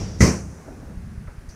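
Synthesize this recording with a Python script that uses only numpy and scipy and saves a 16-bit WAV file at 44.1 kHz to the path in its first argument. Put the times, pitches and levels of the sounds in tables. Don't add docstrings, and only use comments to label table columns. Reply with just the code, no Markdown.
import sys
import numpy as np
from scipy import signal
from scipy.fft import rfft, irfft, next_fast_len
from scipy.io import wavfile
from scipy.ndimage import uniform_filter1d

SR = 44100
rng = np.random.default_rng(int(sys.argv[2]) if len(sys.argv) > 2 else 0)


def inscribe(sig):
    pcm = np.round(np.clip(np.atleast_2d(sig).T, -1, 1) * 32767)
    wavfile.write(sys.argv[1], SR, pcm.astype(np.int16))


def volts_from_db(level):
    exponent = np.asarray(level, float) / 20
    return 10 ** exponent


N = 68355

# start in seconds, push level in dB, contact length in seconds.
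FOLDS = [
    (0.2039, -14, 0.00492),
    (0.2108, -7, 0.00357),
    (.2255, -6, 0.0046),
    (0.2382, -8.5, 0.00385),
    (.2505, -12.5, 0.00486),
]
# frequency in Hz, t60 in seconds.
ROOM = [(60, 0.65), (250, 0.39), (1000, 0.95), (3000, 0.61), (6000, 0.69), (9000, 0.8), (13000, 0.67)]
# frequency in Hz, level in dB per Hz.
SPRAY = [(2500, -60), (3700, -17), (5900, 1), (7600, -11.5), (9500, -17.5), (11300, -31), (12900, -24),
         (15200, -38)]
IMPACT_S = FOLDS[0][0]


def unit(x):
    return x / np.sqrt(np.mean(x ** 2) + 1e-20)


def along(points, hz):
    f, value = np.transpose(points)
    return np.interp(np.log(hz + 1), np.log(f + 1), value)


def filtered(x, response):
    m = next_fast_len(N + SR // 2)
    return irfft(rfft(x, m) * response(np.fft.rfftfreq(m, 1 / SR)), m)[:N]


def peak(f, hz, width_hz):
    return 1j * f * width_hz / (hz * hz - f * f + 1j * f * width_hz)


def band(hz, width_hz):
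    return unit(filtered(rng.standard_normal(N), lambda f: peak(f, hz, width_hz) ** 2))


def hiss(spectrum, patchy_db=1.5, fade_db=lambda hz, t: 0 * t):
    noise = filtered(rng.standard_normal(N), lambda f: volts_from_db(along(spectrum, f)) * (f > 15))
    hz, t, z = signal.stft(unit(noise), SR, nperseg=512)
    patches = uniform_filter1d(rng.standard_normal(z.shape), 5, 0)
    patches = unit(uniform_filter1d(patches, 6, 1))
    gain_db = patchy_db * patches + fade_db(hz[:, None], t[None])
    return signal.istft(z * volts_from_db(gain_db), SR, nperseg=512)[1][:N]


def since(s):
    return np.maximum(np.arange(N) / SR - s, 0)


def rise(s, rise_s):
    return 1 - np.exp(-since(s) / rise_s)


def decay(level_db, s, t60_s):
    return volts_from_db(level_db - 60 * since(s) / t60_s)


def still_air():
    # frequency in Hz, level in dB per Hz.
    room_tone = [(15, -30), (35, 1), (200, -8), (300, -15), (900, -26.5), (1600, -24.5), (2500, -31.5),
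                 (3600, -48)]
    # frequency in Hz, level in dB per Hz.
    self_noise = [(2000, -9), (3500, -3), (5800, 0), (8000, -6.5), (9300, -2), (10800, -6), (12000, -17),
                  (14800, -32)]
    return volts_from_db(-43.5) * hiss(room_tone, 0.62) + volts_from_db(-63) * hiss(self_noise, 0.6)


def house_rumble():
    # time in seconds, level in dB.
    swell = [(0.801, -43.5), (.88, -39.5), (.96, -38.5), (1.03, -35.5), (1.1, -38), (1.2, -36.5),
             (1.279, -47)]
    # frequency in Hz, level in dB per Hz.
    colour = [(20, -26), (55, 3.5), (80, 2), (120, -6), (160, -0.5), (235, -7), (275, -41), (400, -120)]
    s, db = np.transpose(swell)
    return volts_from_db(np.interp(since(0), s, db, left=-90, right=-90)) * hiss(colour, 0.41)


def pressure_pulses():
    pulse_db = [
        -21,
        -24.5,
        -22,
        -23.5,
        -27,
        -22,
        -27,
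        -39,
    ]
    last_s, every_s, width_s = 1.4866, 0.1022, 0.0023
    leak_hz, mic_low_hz = 29.7, 6.2
    bumps = np.zeros(N)
    for k, db in enumerate(pulse_db):
        offset_s = since(0) - last_s + k * every_s
        bumps += volts_from_db(db) * np.exp(-0.5 * (offset_s / width_s) ** 2)
    return filtered(bumps, lambda f: 1j * f / (1j * f + leak_hz) * 1j * f / (1j * f + mic_low_hz))


def last_lift():
    # frequency in Hz, level in dB per Hz.
    earlier = [(18, -56), (30, -2), (180, -5.5), (234, -14), (415, -13), (1410, -27), (4090, -33.5),
               (5580, -21.5), (15000, -64)]
    # frequency in Hz, width in Hz, level in dB, t60 in seconds.
    plates = [(5640, 75, -46, 0.92), (4740, 38, -60, 1.8), (6100, 400, -58, 0.68), (81, 79, -33, 4.6),
              (190, 47, -38.5, 2.4), (298, 300, -45, 4)]
    ring = sum(decay(db, 0, t60_s) * band(hz, width_hz) for hz, width_hz, db, t60_s in plates)
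    tail = decay(-32, 0, 0.95) * hiss(earlier, 1.4)
    return (tail + ring) * volts_from_db(-30 * since(0.26))


def feet():
    # frequency in Hz, level in dB per Hz.
    grit = [(150, -30), (250, 9), (420, 0.5), (800, -4.5), (1800, -17.5), (2800, -37)]
    # start in seconds, level in dB, centre in Hz, width in Hz, t60 in seconds.
    scuffs = [
        (1.269, -47, 1350, 500, .2),
        (1.276, -48, 545, 100, .15),
        (1.284, -53, 900, 300, .3),
        (1.268, -52, 2000, 500, .1),
        (1.487, -54, 6000, 900, .8),
        (1.487, -54, 8300, 3500, .1),
        (1.490, -51, 4800, 1200, .14),
        (1.005, -36, 85, 50, .6),
    ]
    turn = decay(-47.5, 0.892, 0.46) * rise(0.49, 0.046) * hiss(grit, 2.8)
    rubs = sum(decay(db, s, t60_s) * rise(s, 0.0023) * band(hz, width_hz)
               for s, db, hz, width_hz, t60_s in scuffs)
    return turn + rubs


def settling(hold_s):
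    collapse_db_per_s2 = 289

    def fade_db(hz, t):
        after_s = np.maximum(t - IMPACT_S, 0)
        room_db = -60 * np.maximum(t - IMPACT_S - hold_s, 0) / along(ROOM, hz)
        return room_db - collapse_db_per_s2 * after_s ** 2
    return fade_db


def slab_push():
    start_s, slab_hz = 0.1940, 125
    tone = np.sin(2 * np.pi * slab_hz * since(start_s))
    return -decay(-17, start_s, 0.045) * tone * rise(start_s, 0.0027)


def push(s, length_s):
    u = since(s) / length_s
    return np.sin(np.pi * u) * (u < 2)


def folds_landing():
    return sum((-1) ** (s > IMPACT_S) * volts_from_db(db) * push(s, length_s) for s, db, length_s in FOLDS)


def boom():
    # frequency in Hz, level in dB, t60 in seconds.
    modes = [(68.35, -14.5, 0.72), (83.9, -16, 0.55), (109, -13, 0.15), (162.3, -12, 0.57),
             (194.2, -10.5, 0.49), (243.6, -3.5, 0.3), (285.3, -21, 0.22), (320, -18.5, 0.46),
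             (367, -15.5, 0.4), (387.4, -18.5, 0.39), (426, -9, .2), (497, -18.5, 0.31), (543.6, -17, .2),
             (640, -36, .3)]
    sag, sag_s, shiver_rad = 0.04, 0.05, 0.44
    t = since(IMPACT_S)
    bent_s = t + sag * sag_s * (1 - np.exp(-t / sag_s))
    ringing = np.zeros(N)
    for k, (hz, db, t60_s) in enumerate(modes):
        phase = 2 * np.pi * hz * bent_s + shiver_rad * band(7, 16)
        ringing += (-1) ** k * decay(db, IMPACT_S, t60_s) * np.sin(phase)
    return volts_from_db(-3.5) * rise(IMPACT_S, 0.022) * ringing


def slap():
    # frequency in Hz, level in dB per Hz.
    near_colour = [(45, -38), (65, -13), (250, -4), (550, -14), (850, -25), (2300, -26), (3300, -38.5),
                   (5000, -76)]
    # frequency in Hz, level in dB per Hz.
    far_colour = [(45, -44), (70, 10), (300, -5.5), (1200, -21.5), (2400, -32), (3400, -49), (6000, -18.5),
                  (15000, -51)]
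    # frequency in Hz, width in Hz, level in dB, t60 in seconds.
    clack = [(2001, 234, -23, 0.25), (1382, 170, -30.5, .2), (1062, 190, -31.5, 0.45),
             (9200, 220, -46.5, 0.77)]
    near = volts_from_db(-14) * hiss(near_colour, 1.1, settling(hold_s=0.027))
    notes = sum(decay(db, IMPACT_S, t60_s) * band(hz, width_hz) for hz, width_hz, db, t60_s in clack)
    far = decay(-31, IMPACT_S, 1.77) * hiss(far_colour, 0.47)
    return rise(IMPACT_S + 0.0013, 0.001) * (near + notes + far)


def sand_and_cloth():
    spray = volts_from_db(-21.5) * rise(IMPACT_S, 0.0035) * hiss(SPRAY, 1.4, settling(hold_s=0.012))
    swell = np.minimum(np.exp((since(0) - IMPACT_S) / 0.013), 1)
    swish = decay(-38.5, IMPACT_S, 0.086) * swell * rise(0.185, 0.004) * hiss(SPRAY, 1.7)
    return spray + swish


def sandbag():
    return slab_push() + folds_landing() + boom() + slap() + sand_and_cloth()


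def scene():
    background = still_air() + house_rumble() + pressure_pulses() + last_lift()
    return (background + feet() + sandbag())[None]


def top_cut(x):
    return signal.sosfilt(signal.butter(12, 15230, fs=SR, output="sos"), x)


def record(dry):
    ceiling = 0.97
    mix = dry / (1 + np.abs(dry / ceiling) ** 8) ** (1 / 8)
    return top_cut(mix)


dry = scene()
out = record(dry)
inscribe(out)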